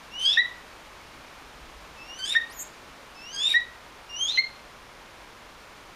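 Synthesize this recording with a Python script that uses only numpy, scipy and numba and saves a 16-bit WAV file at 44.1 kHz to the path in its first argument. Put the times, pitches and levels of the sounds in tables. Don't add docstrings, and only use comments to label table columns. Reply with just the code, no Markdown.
import sys
import numpy as np
from scipy import signal
from scipy.fft import rfft, irfft, next_fast_len
from scipy.io import wavfile
from numba import njit

SR = 44100
rng = np.random.default_rng(int(sys.argv[2]) if len(sys.argv) > 2 else 0)


def dump(signal):
    limited = np.clip(np.atleast_2d(signal).T, -1, 1)
    pcm = np.round(limited * 32767).astype(np.int16)
    wavfile.write(sys.argv[1], SR, pcm)


N = 262395
T = np.arange(N) / SR


def hawk():
    textures = call_textures()
    out = np.zeros(N)
    for call in zip(SQUEALS, DOUBLINGS, RASPS, OCTAVES, SHRILLS):
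        out += squeal(*call, textures)
    for break_row, yelp_row in zip(BREAKS, YELPS):
        out += register_break(break_row, yelp_s=yelp_row[0]) + yelp(yelp_row, textures["jitter"])
    return out


# t/s, f/Hz, level/dB
SQUEAL_1 = [(0.115, 2704, -52), (0.141, 2830, -41.5), (0.219, 3087, -30.5), (0.247, 3102, -25),
            (0.265, 3254, -18.5), (0.315, 3450, -23.5), (0.345, 3753, -29), (0.366, 3414, -36)]
SQUEAL_2 = [(1.974, 2617, -52), (2.018, 2625, -48), (2.056, 2754, -56), (2.122, 2838, -40.5),
            (2.172, 3036, -53), (2.242, 3090, -28.5), (2.256, 3240, -38.5), (2.324, 3744, -26.5),
            (2.348, 3660, -37)]
SQUEAL_3 = [(3.159, 2615, -55), (3.211, 2630, -51.5), (3.295, 2914, -43), (3.341, 3226, -52),
            (3.371, 3226, -35.5), (3.469, 3669, -20.5), (3.499, 3788, -33), (3.519, 3770, -20.5),
            (3.538, 3900, -53)]
SQUEAL_4 = [(4.097, 2804, -48), (4.149, 2806, -36), (4.191, 3053, -41), (4.213, 3139, -25.5),
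            (4.275, 3368, -32), (4.299, 3700, -25), (4.329, 4150, -36), (4.355, 4090, -28),
            (4.374, 3920, -38)]
SQUEALS = SQUEAL_1, SQUEAL_2, SQUEAL_3, SQUEAL_4
# fully in t/s, attack/s, level/dB, fade/(dB/s), lower half-tone re upper/dB, phase slip/turns
DOUBLINGS = [(.27, 0.038, -34, 110, -18, .05), (2.203, 0.02, -41, 74, -6, .035),
             (3.385, 0.074, -41.5, 89, -10.5, 0.054), (4.3, 0.045, -46, 45, -16, 0.12)]
# fully in t/s, first level/dB, last level/dB, roughness/(0-1)
RASPS = [(.215, -40.5, -36.5, 0.76), (2.27, -41, -39, 0.8), (3.415, -44, -34.5, 0.65),
         (4.295, -39, -49, .9)]
# brightest t/s, first level/dB, brightest level/dB, last level/dB
OCTAVES = [(.245, -59, -43, -62), (2.315, -62, -43, -58), (3.47, -55.5, -40.5, -55), (4.25, -54, -32, -87)]
# fully in t/s, first level/dB, level at the octave's peak/dB, last level/dB
SHRILLS = [(.2, -57, -47.5, -64), (2.19, -53, -45.5, -59), (3.35, -56, -50, -51), (4.205, -56, -57, -70)]


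def squeal(curve, doubling_row, rasp_row, octave_row, shrill_row, textures,
           waver_share=.0037, strain_share=.0034, jitter_share=.03, shimmer_share=1.1,
           flutter_db=3, rush_db=-5, hoarse_db=7):
    doubling_s, attack_s, half_db, fade_db_per_s, lower_db, slip_turns = doubling_row
    rasp_s, *rasp_db, roughness = rasp_row
    brightest_s, *octave_db = octave_row
    shrill_s, *shrill_db = shrill_row
    start_s, end_s = curve[0][0], curve[-1][0]
    hz, db = controls(curve)
    doubled = ramp(doubling_s - attack_s, attack_s)
    half = doubled * undb(half_db - fade_db_per_s * (T - doubling_s))
    rasp = fade_in(rasp_s, .036) * undb(np.interp(T, [rasp_s, end_s], rasp_db))
    octave = undb(np.interp(T, [start_s, brightest_s, end_s], octave_db))
    shrill = fade_in(shrill_s, .018) * undb(np.interp(T, [shrill_s, brightest_s, end_s], shrill_db))
    grit = np.minimum(rasp / undb(db), .4)
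    jitter = jitter_share * roughness * grit * textures["jitter"]
    shimmer = shimmer_share * roughness * grit * textures["shimmer"]
    waver = (waver_share + strain_share * doubled) * textures["waver"]
    phase = turn(hz * (1 + waver + jitter))
    slip = 2 * np.pi * slip_turns * textures["slip"]
    halves = np.sin(1.5 * (phase + slip)) + undb(lower_db) * np.sin(.5 * (phase + slip))
    top = shrill_partials(hz, phase + doubled * slip / 2, doubled)
    partials = octave * np.sin(2 * phase) + half * halves + shrill * top
    tone = undb(db) * np.sin(phase) + undb(flutter_db * textures["flutter"]) * partials
    hoarse = undb(hoarse_db) * grit * shrill * textures["hiss"]
    rush = undb(rush_db) * rasp * textures["rush"]
    voice = np.sqrt(2) * tone * (1 + shimmer) + hoarse + rush
    return voice * gate(start_s, end_s, .008, .0026)


# f/Hz, gain/dB
THROAT = [(4500, -30), (6500, -12), (7700, 7), (8400, 6), (9500, -4.5), (10500, -9), (12800, -20),
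          (13600, -14), (15000, -28)]


def shrill_partials(hz, phase, doubled):
    multiples = np.arange(2.5, 5, .5)[:, None]
    throat_hz, throat_db = np.transpose(THROAT)
    weights = undb(np.interp(multiples * hz, throat_hz, throat_db))
    weights *= np.where(multiples % 1 > 0, doubled, 1)
    return np.sum(weights * np.sin(multiples * phase), axis=0) / np.linalg.norm(weights, axis=0)


# f/Hz, relative level/dB
BEAK = [(1200, -39), (2000, -15), (2700, 0.5), (3200, -1), (3650, -2.5), (4400, -8.5), (5500, -5),
        (7000, -24.5), (9500, -38), (11500, -32), (15000, -28)]


def call_textures():
    return dict(rush=noise(BEAK), hiss=noise(THROAT), jitter=wobble(504), shimmer=wobble(190),
                waver=wobble(83), slip=wobble(200), flutter=wobble(44.6))


# length/s, first f/Hz, last f/Hz, last level/dB, noise width/Hz
BREAKS = [(.04, 2680, 2580, -36.5, 77), (0.038, 2600, 2050, -34.5, 320), (.12, 2750, 2150, -37, 190),
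          (.016, 3100, 2750, -35.5, 360)]


def register_break(row, yelp_s, swell_db=9, plunge_power=2.6):
    length_s, first_hz, last_hz, level_db, width_hz = row
    progress = fade_in(yelp_s, length_s)
    phase = turn(first_hz + (last_hz - first_hz) * progress ** plunge_power)
    envelope = undb(level_db - swell_db * (1 - progress)) * gate(yelp_s - length_s, yelp_s, .016, .0035)
    return (wobble(width_hz) * np.cos(phase) + wobble(width_hz) * np.sin(phase)) * envelope


# t/s, attack/s, length/s, first f/Hz, last f/Hz, level/dB, relative octave/dB
YELPS = [(0.372, 0.004, 0.036, 1800, 1966, -15.5, -7.5), (2.352, 0.016, .021, 1753, 1873, -14.5, -9.5),
         (3.541, 0.0069, .033, 1811, 1937, -17.5, -9.5), (4.376, 0.016, 0.021, 2013, 2124, -15, -3.5)]
# harmonic number, relative level/dB
YELP_OVERTONES = [(3, -25), (4, -49), (5, -46), (6, -39)]


def yelp(row, jitter, swell_db=8.5, arch_power=1.61, jitter_share=.001, crack_share=.038, settle_s=.003,
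         hardest_s=.013, bite_width_s=.0071, mellow_db_per_s=50):
    start_s, attack_s, length_s, first_hz, last_hz, level_db, octave_db = row
    opening = np.sin(np.pi / 2 * gate(start_s, start_s + length_s, .0026, .0094)) ** 2
    age = T - start_s
    hz = last_hz + (first_hz - last_hz) * (1 - ramp(start_s, length_s)) ** arch_power
    db = level_db - swell_db * (1 - ramp(start_s, attack_s))
    crack = crack_share * np.exp(-np.abs(age) / settle_s)
    phase = turn(hz * (1 + (jitter_share + crack) * jitter))
    octave = undb(octave_db - mellow_db_per_s * (age - hardest_s)) * np.sin(2 * phase)
    overtones = sum(undb(part_db) * np.sin(k * phase) for k, part_db in YELP_OVERTONES)
    bite = np.exp(-((age - hardest_s) / bite_width_s) ** 2)
    return np.sqrt(2) * (np.sin(phase) + octave + bite * overtones) * undb(db) * opening


# t/s, f/Hz, level/dB
CHIRP = [(2.497, 4100, -54), (2.518, 5210, -52), (2.541, 6980, -54), (2.554, 7120, -55),
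         (2.574, 6650, -47.5), (2.589, 6800, -46)]
# multiple of the beat rate, relative level/dB
BUZZ = [(1, -0.5), (2, -8), (3, -10.5), (4, -27), (5, -25)]


def songbird(buzz_length_s=.041, carrier_hz=6380, glide_hz_per_s=8800, carrier_db=-39.5,
             beat_hz=420, beat_rise_hz_per_s=7400, sidebands_db=1,
             octave_db=-2, buzz_octave_db=-7, octave_sidebands_db=-10, jitter_share=.0049):
    hz, db = controls(CHIRP)
    start_s, buzz_s = CHIRP[0][0], CHIRP[-1][0]
    crossfade = ramp(buzz_s, .0044)
    buzz_age = buzz_length_s * ramp(buzz_s, buzz_length_s)
    hz += crossfade * (carrier_hz + glide_hz_per_s * buzz_age - hz)
    db += crossfade * (carrier_db - db)
    octave = undb(octave_db + crossfade * (buzz_octave_db - octave_db))
    phase = turn(hz * (1 + jitter_share * wobble(486)))
    beat = turn(beat_hz + beat_rise_hz_per_s * buzz_age)
    buzz = crossfade * sum(undb(sidebands_db + side_db) * np.exp(1j * k * beat) for k, side_db in BUZZ)
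    tone = np.exp(1j * phase) * (1 + buzz)
    tone += octave * np.exp(2j * phase) * (1 + undb(octave_sidebands_db) * buzz)
    return np.sqrt(2) * tone.imag * undb(db) * gate(start_s, buzz_s + buzz_length_s, .0052, .0031)


# delay/s, level/dB
ECHOES = [(.0125, -7.5), (0.0254, -19.5), (.049, -14), (.076, -22.5)]


def garden(x, t60_s=.46, tail_db=-16, predelay_s=.015, damping_hz=7500):
    t = T[:SR // 2]
    tail = rng.standard_normal(len(t)) * undb(-60 * t / t60_s) * (t > predelay_s)
    response = undb(tail_db) * tail / np.linalg.norm(tail)
    for delay_s, db in ECHOES:
        response[int(delay_s * SR)] += undb(db)
    response = signal.sosfilt(signal.butter(1, damping_hz, fs=SR, output="sos"), response)
    return x + signal.fftconvolve(x, response)[:N]


# f/Hz, relative level/dB
AIR = [(53, -9.5), (90, -3), (179, -4), (262, -2.5), (394, -3), (420, -2.5), (592, -1), (718, -2),
       (1030, 0.5), (2010, -5.5), (2230, -4.5), (2540, -6.5), (5720, -15), (7890, -20), (15000, -29.5)]
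# t/s, level/dB
HISS_LEVEL = [(2.6, -47), (3.6, -48)]
# f/Hz, relative level/dB
RUMBLE = [(10, -9), (25, 4.5), (42, 4), (54, 8.5), (66, 2.5), (95, -17.5), (160, -58)]


def open_air(flicker_db=.3, rumble_db=-60, swell_at_s=1.72, swell_width_s=.22, swell_db=7):
    hiss = noise(AIR) * undb(controls(HISS_LEVEL)[0] + flicker_db * wobble(26))
    swell = np.exp(-((T - swell_at_s) / swell_width_s) ** 2)
    return hiss + noise(RUMBLE) * undb(rumble_db + swell_db * swell)


def undb(db):
    return 10 ** (np.asarray(db) / 20)


def unit(x):
    return x / np.sqrt(np.mean(x ** 2))


def controls(table):
    times, *columns = np.transpose(table)
    return [np.interp(T, times, column) for column in columns]


def ramp(start_s, length_s):
    return np.clip((T - start_s) / length_s, 0, 1)


def fade_in(full_s, length_s):
    return ramp(full_s - length_s, length_s)


def gate(start_s, end_s, rise_s, fall_s):
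    return fade_in(start_s, rise_s) * (1 - ramp(end_s, fall_s))


def noise(spectrum):
    hz, db = np.transpose(spectrum)
    size = next_fast_len(N)
    bins_hz = np.maximum(np.fft.rfftfreq(size, 1 / SR), 1)
    gain = undb(np.interp(np.log(bins_hz), np.log(hz), db))
    return unit(irfft(rfft(rng.standard_normal(size)) * gain, size)[:N])


def wobble(hz):
    return unit(signal.sosfilt(signal.butter(2, hz, fs=SR, output="sos"), rng.standard_normal(N)))


def turn(hz):
    return 2 * np.pi * np.cumsum(hz) / SR


@njit
def follow(x, attack, release):
    envelope, level = np.empty(len(x)), 0.
    for i in range(len(x)):
        level += (abs(x[i]) - level) * (attack if abs(x[i]) > level else release)
        envelope[i] = level
    return envelope


def scene():
    return (garden(hawk() + songbird()) + open_air())[None]


def record(dry, notch_hz=7850, notch_width_hz=450, notch_depth=.47,
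           limit_db=-12, attack_s=.00023, release_s=.11, top_hz=15220):
    notched = signal.lfilter(*signal.iirnotch(notch_hz, notch_hz / notch_width_hz, fs=SR), dry)
    coloured = dry + notch_depth * (notched - dry)
    envelope = follow(coloured[0], 1 / (attack_s * SR), 1 / (release_s * SR))
    limited = coloured / np.maximum(envelope / undb(limit_db), 1)
    return signal.sosfilt(signal.ellip(12, .1, 80, top_hz, fs=SR, output="sos"), limited)


dry = scene()
out = record(dry)
dump(out)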